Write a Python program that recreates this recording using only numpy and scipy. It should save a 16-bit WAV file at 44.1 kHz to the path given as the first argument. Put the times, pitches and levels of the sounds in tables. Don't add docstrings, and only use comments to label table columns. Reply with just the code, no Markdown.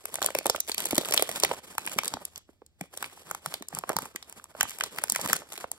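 import sys
import numpy as np
from scipy import signal
from scipy.fft import rfft, irfft
from scipy.io import wavfile
from scipy.ndimage import uniform_filter1d

SR = 44100
rng = np.random.default_rng(int(sys.argv[2]) if len(sys.argv) > 2 else 0)


def wrap_up_sound(samples):
    columns = np.atleast_2d(samples).T
    tamed = np.clip(columns, -1, 1)
    steps = np.round(tamed * 32767).astype(np.int16)
    wavfile.write(sys.argv[1], SR, steps)


N = 254878
GRAIN = 2048
TIME = np.arange(N) / SR
FREQ = np.arange(N // 2 + 1) * SR / N
GRAIN_FREQ = np.arange(GRAIN // 2 + 1) * SR / GRAIN

# f/Hz, level/dB
HUM_TONE = [(20, -13), (45, -12), (80, 4.5), (120, -9.5), (300, -14), (1000, -30), (4000, -30),
            (15000, -41)]
ECHO_TONE = [(80, -4), (200, -3), (500, 1.5), (1200, -1), (3000, 12.5), (8000, 2), (15000, -25)]
RUB_TONE = [(60, -32.5), (150, -0.5), (400, -2), (600, -2), (1200, -3), (2000, -12.5), (4000, -35.5)]
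FIZZ_TONE = [(800, -10), (2000, 0.5), (2900, 2.5), (4500, -1), (6200, -1.5), (8000, 0.5), (11000, 1),
             (15500, -12)]
SNAP_TONE = [(1000, -31.5), (3000, -20.5), (4500, -3), (6000, 0), (8000, -2), (10500, 1), (13000, 3),
             (15500, 0.5)]
# f/Hz, width/Hz, boost/dB
POUCH_RESONANCES = [(520, 36, 1.5), (1200, 70, 0.5), (3300, 610, 0), (4500, 190, 0)]

# t/s, length/s, fizz level/dB, rub level/dB
FINGER_MOVES = [(0, 2.38, -59, -58.5), (2.929, 2.85, -63.5, -60), (0.073, 0.17, -53.5, -54.5),
                (0.233, 0.051, -39.5, -40.5), (0.375, 0.042, -50, -50), (0.464, 0.1, -46, -46.5),
                (0.683, 0.033, -39.5, -55), (0.791, 0.16, -40, -45), (0.916, 0.32, -39, -40),
                (1.279, 0.1, -38.5, -41.5), (1.434, .11, -41, -36.5), (1.723, .15, -52.5, -52),
                (1.863, 0.073, -42, -46), (1.96, .14, -50.5, -47.5), (2.126, 0.093, -65, -48),
                (2.499, 0.034, -66, -64), (2.832, .025, -58.5, -57), (2.941, 0.12, -51, -53),
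                (3.113, 0.11, -57, -62.5), (3.28, 0.035, -52, -48), (3.448, .13, -55.5, -59),
                (3.73, 0.081, -53.5, -51.5), (3.908, 0.037, -49.5, -39), (4.008, 0.05, -46.5, -44.5),
                (4.573, .07, -49.5, -46.5), (4.69, 0.044, -46, -59.5), (4.799, .06, -47.5, -48),
                (4.928, 0.12, -47.5, -46.5), (5.09, 0.29, -43, -51.5), (5.233, 0.12, -40.5, -40.5),
                (5.388, 0.071, -59.5, -49.5), (5.495, .12, -48.5, -48.5)]
# t/s, f/Hz, level/dB
DULL_POPS = [(0.1862, 760, -29), (0.2872, 794, -26), (0.352, 520, -21), (0.411, 604, -35),
             (0.4752, 474, -30), (0.5481, 643, -22), (0.581, 680, -36), (0.9296, 224, -28),
             (0.9306, 400, -19.5), (0.9795, 230.3, -26.5), (0.9809, 383, -15), (1.034, 620, -29.5),
             (1.5367, 814, -28.5), (1.9624, 250, -32), (2.1409, 228, -31.5), (2.1698, 980, -32),
             (2.4918, 421, -44), (2.6196, 497, -40), (2.81, 342, -41.5), (2.8133, 199, -29.5),
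             (2.9375, 720, -41), (3.125, 860, -48), (3.1752, 770, -44), (3.471, 173, -37.5),
             (3.5235, 1360, -35), (3.6098, 250, -36.5), (3.728, 836, -33.5), (3.7367, 154, -39),
             (3.77, 1010, -31.5), (3.775, 164, -37.5), (3.838, 800, -25), (3.9, 199, -34),
             (3.9007, 560, -17.5), (3.9148, 815, -31), (3.9604, 173, -30), (4.028, 204, -40),
             (4.0573, 875, -34), (4.15, 335, -37), (4.3982, 1220, -43), (4.551, 670, -33.5),
             (4.6358, 140, -40), (4.654, 1000, -34), (5.121, 187, -38), (5.192, 784, -28.5),
             (5.2027, 850, -33), (5.2542, 249, -28), (5.4203, 740, -36), (5.643, 633, -22.5)]
# t/s, snap level/dB, crease f/Hz, crease level/dB, panel level/dB
MAIN_BUCKLES = [(0.0553, -21.5, 2320, -33, -29.5), (0.142, -21, 4130, -29, -28),
                (0.1557, -20.5, 2080, -26.5, -32), (0.2185, -25, 2900, -25, -13),
                (0.2264, -20.5, 3840, -18.5, -25), (0.2446, -21, 3100, -30, -19),
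                (0.2613, -11, 3260, -21, -24), (0.304, -32, 1900, -31, -27.5),
                (0.3497, -20.5, 2830, -18.5, -18.5), (0.387, -18.5, 2830, -21, -24.5),
                (0.4576, -21, 2540, -22, -12), (0.466, -15, 3760, -24, -22),
                (0.4977, -16.5, 4930, -9.5, -9.5), (0.5609, -26, 2180, -25.5, -31),
                (0.6035, -14.5, 5800, -19, -39), (0.6828, -32, 4500, -32, -31.5),
                (0.6949, -23.5, 2340, -27, -21), (0.7168, -29, 4030, -18.5, -35),
                (0.745, -22.5, 3000, -25.5, -41), (0.7802, -20, 4000, -18.5, -26.5),
                (0.803, -22.5, 2740, -25, -31), (0.8555, -15.5, 2200, -31, -25.5),
                (0.9092, -21, 3050, -22, -35), (0.9546, -23, 3000, -25, -49),
                (0.9801, -7.5, 3630, -13.5, -14.5), (1.0864, -24, 2750, -28, -26),
                (1.1092, -24, 4700, -29, -24), (1.1229, -18, 2820, -15, -25),
                (1.138, -13.5, 1820, -16.5, -26), (1.1429, -13.5, 1910, -24, -16.5),
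                (1.1636, -25, 2730, -27, -44), (1.1761, -17.5, 3100, -6.5, -24.5),
                (1.1955, -24, 2420, -21, -14.5), (1.2236, -11.5, 2420, -19, -15),
                (1.291, -24, 2250, -25.5, -22), (1.3625, -31, 4400, -35, -41),
                (1.3996, -21.5, 3900, -27, -42), (1.4236, -48, 2350, -28, -48),
                (1.4352, -15.5, 4500, -8, -8.5), (1.4479, -15, 2220, -13, -17),
                (1.5132, -45, 1910, -24.5, -14.5), (1.7813, -20, 2150, -21, -17.5),
                (1.8739, -43, 2270, -19.5, -27), (1.9156, -37, 4330, -31.5, -35),
                (1.9866, -16, 2070, -12, -18), (2.0341, -30, 3770, -27.5, -25.5),
                (2.046, -26, 3450, -28, -48), (2.056, -24.5, 4200, -28, -51), (2.0792, -18, 4600, -22, -48),
                (2.138, -52, 4300, -20.5, -20), (2.2521, -21.5, 4900, -31.5, -67),
                (2.3586, -42, 4800, -29.5, -42), (2.3779, -33, 5100, -38.5, -63),
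                (2.6634, -47, 5100, -50.5, -72.5), (2.8107, -27.5, 1845, -28.5, -24.5),
                (2.9742, -26, 4340, -33.5, -33.5), (3.026, -25, 1710, -24.5, -22.5),
                (3.0426, -40, 1900, -25.5, -32.5), (3.3119, -23.5, 1660, -30, -21.5),
                (3.3485, -28.5, 2040, -33, -24.5), (3.4602, -23.5, 3460, -28.5, -18.5),
                (3.54, -23.5, 2850, -21.5, -27), (3.6237, -33, 2030, -32, -34),
                (3.6852, -28, 4860, -41, -47), (3.7494, -24, 3200, -37, -42),
                (3.7875, -21.5, 4060, -32.5, -31.5), (3.8928, -20.5, 1730, -25.5, -20),
                (3.9659, -18, 4400, -20.5, -16), (3.9872, -22, 3460, -32, -19),
                (4.1598, -24.5, 2060, -25.5, -39), (4.226, -54, 4330, -33, -40.5),
                (4.297, -34.5, 2800, -47, -49), (4.3255, -35.5, 2180, -43, -42.5),
                (4.4412, -34.5, 3300, -48, -42), (4.6091, -11, 2240, -10, -16),
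                (4.6301, -14.5, 2000, -25.5, -19.5), (4.7862, -29.5, 2000, -38, -38),
                (4.8085, -27.5, 1900, -14, -30.5), (4.837, -20, 3660, -21, -23.5),
                (4.985, -26, 1760, -18.5, -26), (5.0382, -15, 1770, -23, -19.5),
                (5.0986, -11, 5530, -20, -27), (5.1213, -13.5, 4770, -27, -34),
                (5.1492, -26, 1680, -24.5, -51), (5.16, -18, 1970, -19, -21), (5.2139, -24, 4520, -34, -43),
                (5.2602, -24, 2250, -38, -19.5), (5.2984, -25, 2010, -20.5, -19),
                (5.331, -8.5, 1660, -13.5, -16), (5.3648, -24.5, 4270, -29, -29),
                (5.5229, -33, 3860, -31.5, -34.5), (5.5767, -32, 3830, -31.5, -34.5),
                (5.7157, -20, 4000, -35.5, -31)]
# t/s, f/Hz
PANEL_NOTES = [(0, 780), (0.35, 576), (1.5, 600), (1.8, 920), (3.9, 800), (4.6, 877), (5.3, 934)]

# f/Hz, likeness from 0 to 1
MIC_LIKENESS = [(40, 0.25), (150, 0.91), (700, 0.85), (1400, 0.46), (2100, 0.54), (2700, 0.97),
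                (3700, 0.53), (4500, 0.95), (5200, 0.45), (6500, 0.67), (8000, 0.97), (15000, 0.97)]
# f/Hz, level/dB
MIC_BALANCE = [(60, -0.5), (160, 0.5), (400, -4), (800, -4), (1800, -0.5), (3400, -1.5), (5000, 0),
               (9000, -0.5)]
# f/Hz, phase/rad
MIC_PHASE = [(50, 0.22), (400, 0.58), (1400, -0.43), (2300, -2), (3400, -3.5), (4000, -2.5), (4800, 0.2154)]


def gain(db):
    return 10 ** (np.asarray(db) / 20)


def read_curve(points, hz=FREQ):
    point_hz, value = np.transpose(points)
    return np.interp(np.log(hz + 1), np.log(point_hz), value)


def colour(sound, tone):
    return irfft(rfft(sound) * gain(read_curve(tone)), N)


def causal_filter(db, length):
    cepstrum = irfft(np.log(gain(db)))[:length // 2]
    return np.exp(2 * rfft(cepstrum, length))


def unit(sound):
    return sound / np.sqrt(np.mean(sound ** 2))


def grain_energy(grains):
    return np.mean(np.sum(grains ** 2, axis=2), axis=1)[:, None, None]


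def wander(per_second):
    hold = int(SR / per_second)
    steps = np.repeat(rng.standard_normal(N // hold + 1), hold)[:N]
    return unit(uniform_filter1d(uniform_filter1d(steps, hold), hold))


def stereo_noise():
    mid, side = rfft(rng.standard_normal((2, N)))
    alike = np.clip(read_curve(MIC_LIKENESS), 0, 1)
    mid, side = mid * np.sqrt(1 + alike), side * np.sqrt(1 - alike)
    return unit(irfft([mid + side, mid - side], N))


def bursts(decay_s, rise=0.55, settle_s=0.0027, settle_db=-26):
    starts = rng.integers(0, N - GRAIN, len(decay_s))
    noise = stereo_noise()[:, starts[:, None] + np.arange(GRAIN)].swapaxes(0, 1)
    age = TIME[:GRAIN] / decay_s[:, None, None]
    settling = gain(settle_db) * np.exp(-TIME[:GRAIN] / settle_s)
    noise = noise * (np.exp(-age) + settling) * (1 - np.exp(-age / rise))
    return noise / np.sqrt(grain_energy(noise))


def ring(push, hz, q, tone=None):
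    hz_axis = GRAIN_FREQ + 1e-3
    ratio = hz_axis / hz[:, None, None]
    spectrum = rfft(push) / (1 + 1j * q * (ratio - 1 / ratio)) ** 2
    if tone is not None:
        spectrum = spectrum * causal_filter(read_curve(tone, hz_axis), GRAIN)
    grains = irfft(spectrum)
    return grains / np.sqrt(grain_energy(grains) * 1000 / SR)


def place(times, grains, db, lag_spread_s=1.3e-6, pan_db=0.5, desk_db=-9.5, echo_s=(0.00019, 0.00093)):
    lag, pan = rng.standard_normal((len(times), 2)).T[:, :, None, None]
    delay_s = rng.uniform(*echo_s, (len(times), 1, 1))
    desk_echo = gain(desk_db) * np.exp(-2j * np.pi * GRAIN_FREQ * delay_s)
    with_desk = (1 + desk_echo) / np.hypot(1, gain(desk_db))
    sides = np.array([[0.5], [-0.5]])
    phase = 2 * np.pi * GRAIN_FREQ * lag * lag_spread_s
    direction = np.exp(1j * sides * phase) * gain(sides * pan * pan_db)
    grains = irfft(rfft(grains) * with_desk * direction)
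    track = np.zeros((2, N + GRAIN))
    starts = np.clip(times * SR, 0, N).astype(int)
    for start, grain, strength in zip(starts, grains, gain(db)):
        track[:, start:start + GRAIN] += strength * grain
    return track[:, :N]


def room_hum(level_db=-68.5):
    return gain(level_db) * unit(colour(stereo_noise(), HUM_TONE))


def room_echo(sound, fade_s=0.27, tail_db=-21, build_s=0.0012):
    tail = stereo_noise() * np.exp(-np.log(1000) * TIME / fade_s) * (1 - np.exp(-TIME / build_s))
    tail = gain(tail_db) * tail / np.linalg.norm(tail[0])
    tail = colour(tail, ECHO_TONE)[:, :SR // 2]
    return signal.fftconvolve(sound, tail, axes=1)[:, :N]


def pouch_resonance(sound):
    boost_db = sum(peak / (1 + (2 * (FREQ - hz) / width) ** 2) for hz, width, peak in POUCH_RESONANCES)
    return irfft(rfft(sound) * causal_filter(boost_db, N), N)


def finger_effort(attack_s=0.014, release_s=0.02):
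    power = np.full((2, N), 1e-10)
    for start, length, fizz_db, rub_db in FINGER_MOVES:
        before = np.maximum(start - TIME, 0)
        after = np.maximum(TIME - start - length, 0)
        shape = np.exp(-before / attack_s - after / release_s)
        power += (gain([[fizz_db], [rub_db]]) * shape) ** 2
    return 10 * np.log10(power)


def fizz_and_rub(fizz_db, rub_db, wrinkles_per_s=150, spread_db=4, grip_wobble_db=5.5):
    when, size, pitch, depth = rng.random((int(wrinkles_per_s * N / SR), 4)).T
    times = when * N / SR
    size_db = spread_db * np.minimum(-np.log(1 - size), 3)
    ticks = unit(place(times, bursts(0.0004 + 0.0006 * depth), size_db))
    pop_hz = 330 * 5 ** pitch
    pops = ring(bursts(1 / pop_hz), pop_hz, q=1.7)
    pops = unit(place(times, pops, size_db - 10 * depth))
    crackle = gain(4 + 0.35 * (fizz_db - np.percentile(fizz_db, 85)))
    grip = gain(grip_wobble_db * wander(per_second=70))
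    ticks_and_hiss = (crackle * ticks + grip * stereo_noise()) / np.hypot(1, crackle)
    fizz = unit(colour(ticks_and_hiss, FIZZ_TONE))
    sliding = grip * unit(colour(stereo_noise(), RUB_TONE))
    rub = unit(pops + sliding)
    return fizz * gain(fizz_db + 2) + rub * gain(rub_db - 0.76)


def panel_pops(times, hz, db, flutter_cycles=1.12, puff_hz=110, chirp_cycles=0.45):
    kick = np.arange(GRAIN) == 0
    push = kick + 0.8 * bursts(flutter_cycles / hz)
    hollow = ring(bursts(flutter_cycles / hz), hz, q=3.5)
    puff = ring(push, np.full(len(times), puff_hz), q=0.6)
    pop = ring(push, hz, q=1) + gain(-8) * hollow + gain(-24) * puff
    chirp = np.exp(-2j * np.pi * chirp_cycles * np.log1p(GRAIN_FREQ / puff_hz))
    chirp_delay_s = chirp_cycles / (hz + puff_hz)
    return place(times - chirp_delay_s, irfft(rfft(pop) * chirp), db)


def dull_pops():
    times, hz, db = np.transpose(DULL_POPS)
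    return panel_pops(times, hz, db + 3)


def small_buckle_rows(fizz_db, rub_db, count=170, spread_db=6, yield_db=-46, low_hz=1900, high_hz=4800):
    when, pitch, *variation = rng.random((count, 5)).T
    at = (when * N).astype(int)
    size, bright, hollow = spread_db * (2 * np.array(variation) - 1)
    size += 0.69 * np.minimum(fizz_db[at] - yield_db, 0)
    snap_db = fizz_db[at] + 7 + size + bright
    crease_hz = low_hz * (high_hz / low_hz) ** pitch
    crease_db = fizz_db[at] + 3 + size - bright
    panel_db = rub_db[at] + size + hollow
    return np.transpose([TIME[at], snap_db, crease_hz, crease_db, panel_db])


def buckles(rows, typical_snap_hz=8380, typical_decay_s=0.0009, lead_in_s=0.0015):
    times, snap_db, crease_hz, crease_db, panel_db = np.transpose(rows)
    decay_shift, snap_shift, panel_shift = rng.uniform(-1, 1, (len(times), 3)).T
    decay_s = typical_decay_s * 2 ** (0.43 * decay_shift)
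    snap_hz = typical_snap_hz * 2 ** (0.15 * snap_shift)
    panel_hz = np.interp(times, *np.transpose(PANEL_NOTES)) * 2 ** (0.1 * panel_shift)
    snap_q = gain(0.35 * np.clip(snap_db - crease_db - 2, 0, 20))
    snaps = ring(bursts(0.48 * decay_s), snap_hz, snap_q[:, None, None], SNAP_TONE)
    cracks = ring(bursts(decay_s, rise=6.8), crease_hz, q=0.97)
    lead_in = ring(bursts(np.full(len(times), lead_in_s), rise=0.056), 2 * crease_hz, q=0.27)
    lead_in = np.roll(lead_in[:, :, ::-1], GRAIN // 2, axis=2)
    sound = place(times - GRAIN / 2 / SR, lead_in, (crease_db + snap_db) / 2 - 14)
    sound += place(times, snaps, snap_db + 0.23)
    sound += place(times + 0.0001, cracks, crease_db - 1)
    return sound + panel_pops(times + 0.0004, panel_hz, panel_db - 2)


def scene():
    fizz_db, rub_db = finger_effort()
    rows = np.vstack([MAIN_BUCKLES, small_buckle_rows(fizz_db, rub_db)])
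    pouch = pouch_resonance(buckles(rows) + dull_pops() + fizz_and_rub(fizz_db, rub_db))
    return pouch + room_echo(pouch) + room_hum()


def record(dry, lag_s=0.0003, lag_from_hz=4790, top_hz=16200):
    treble_phase = 2 * np.pi * lag_s * np.maximum(FREQ - lag_from_hz, 0)
    left = gain(read_curve(MIC_BALANCE))
    right = np.exp(-1j * (read_curve(MIC_PHASE) + treble_phase))
    mics = np.array([left, right]) * np.sqrt(2 / (1 + left ** 2))
    rounded = np.tanh(irfft(rfft(dry) * mics, N))
    low_pass = signal.ellip(8, 0.2, 80, top_hz, fs=SR, output="sos")
    return signal.sosfilt(low_pass, rounded)


dry = scene()
out = record(dry)
wrap_up_sound(out)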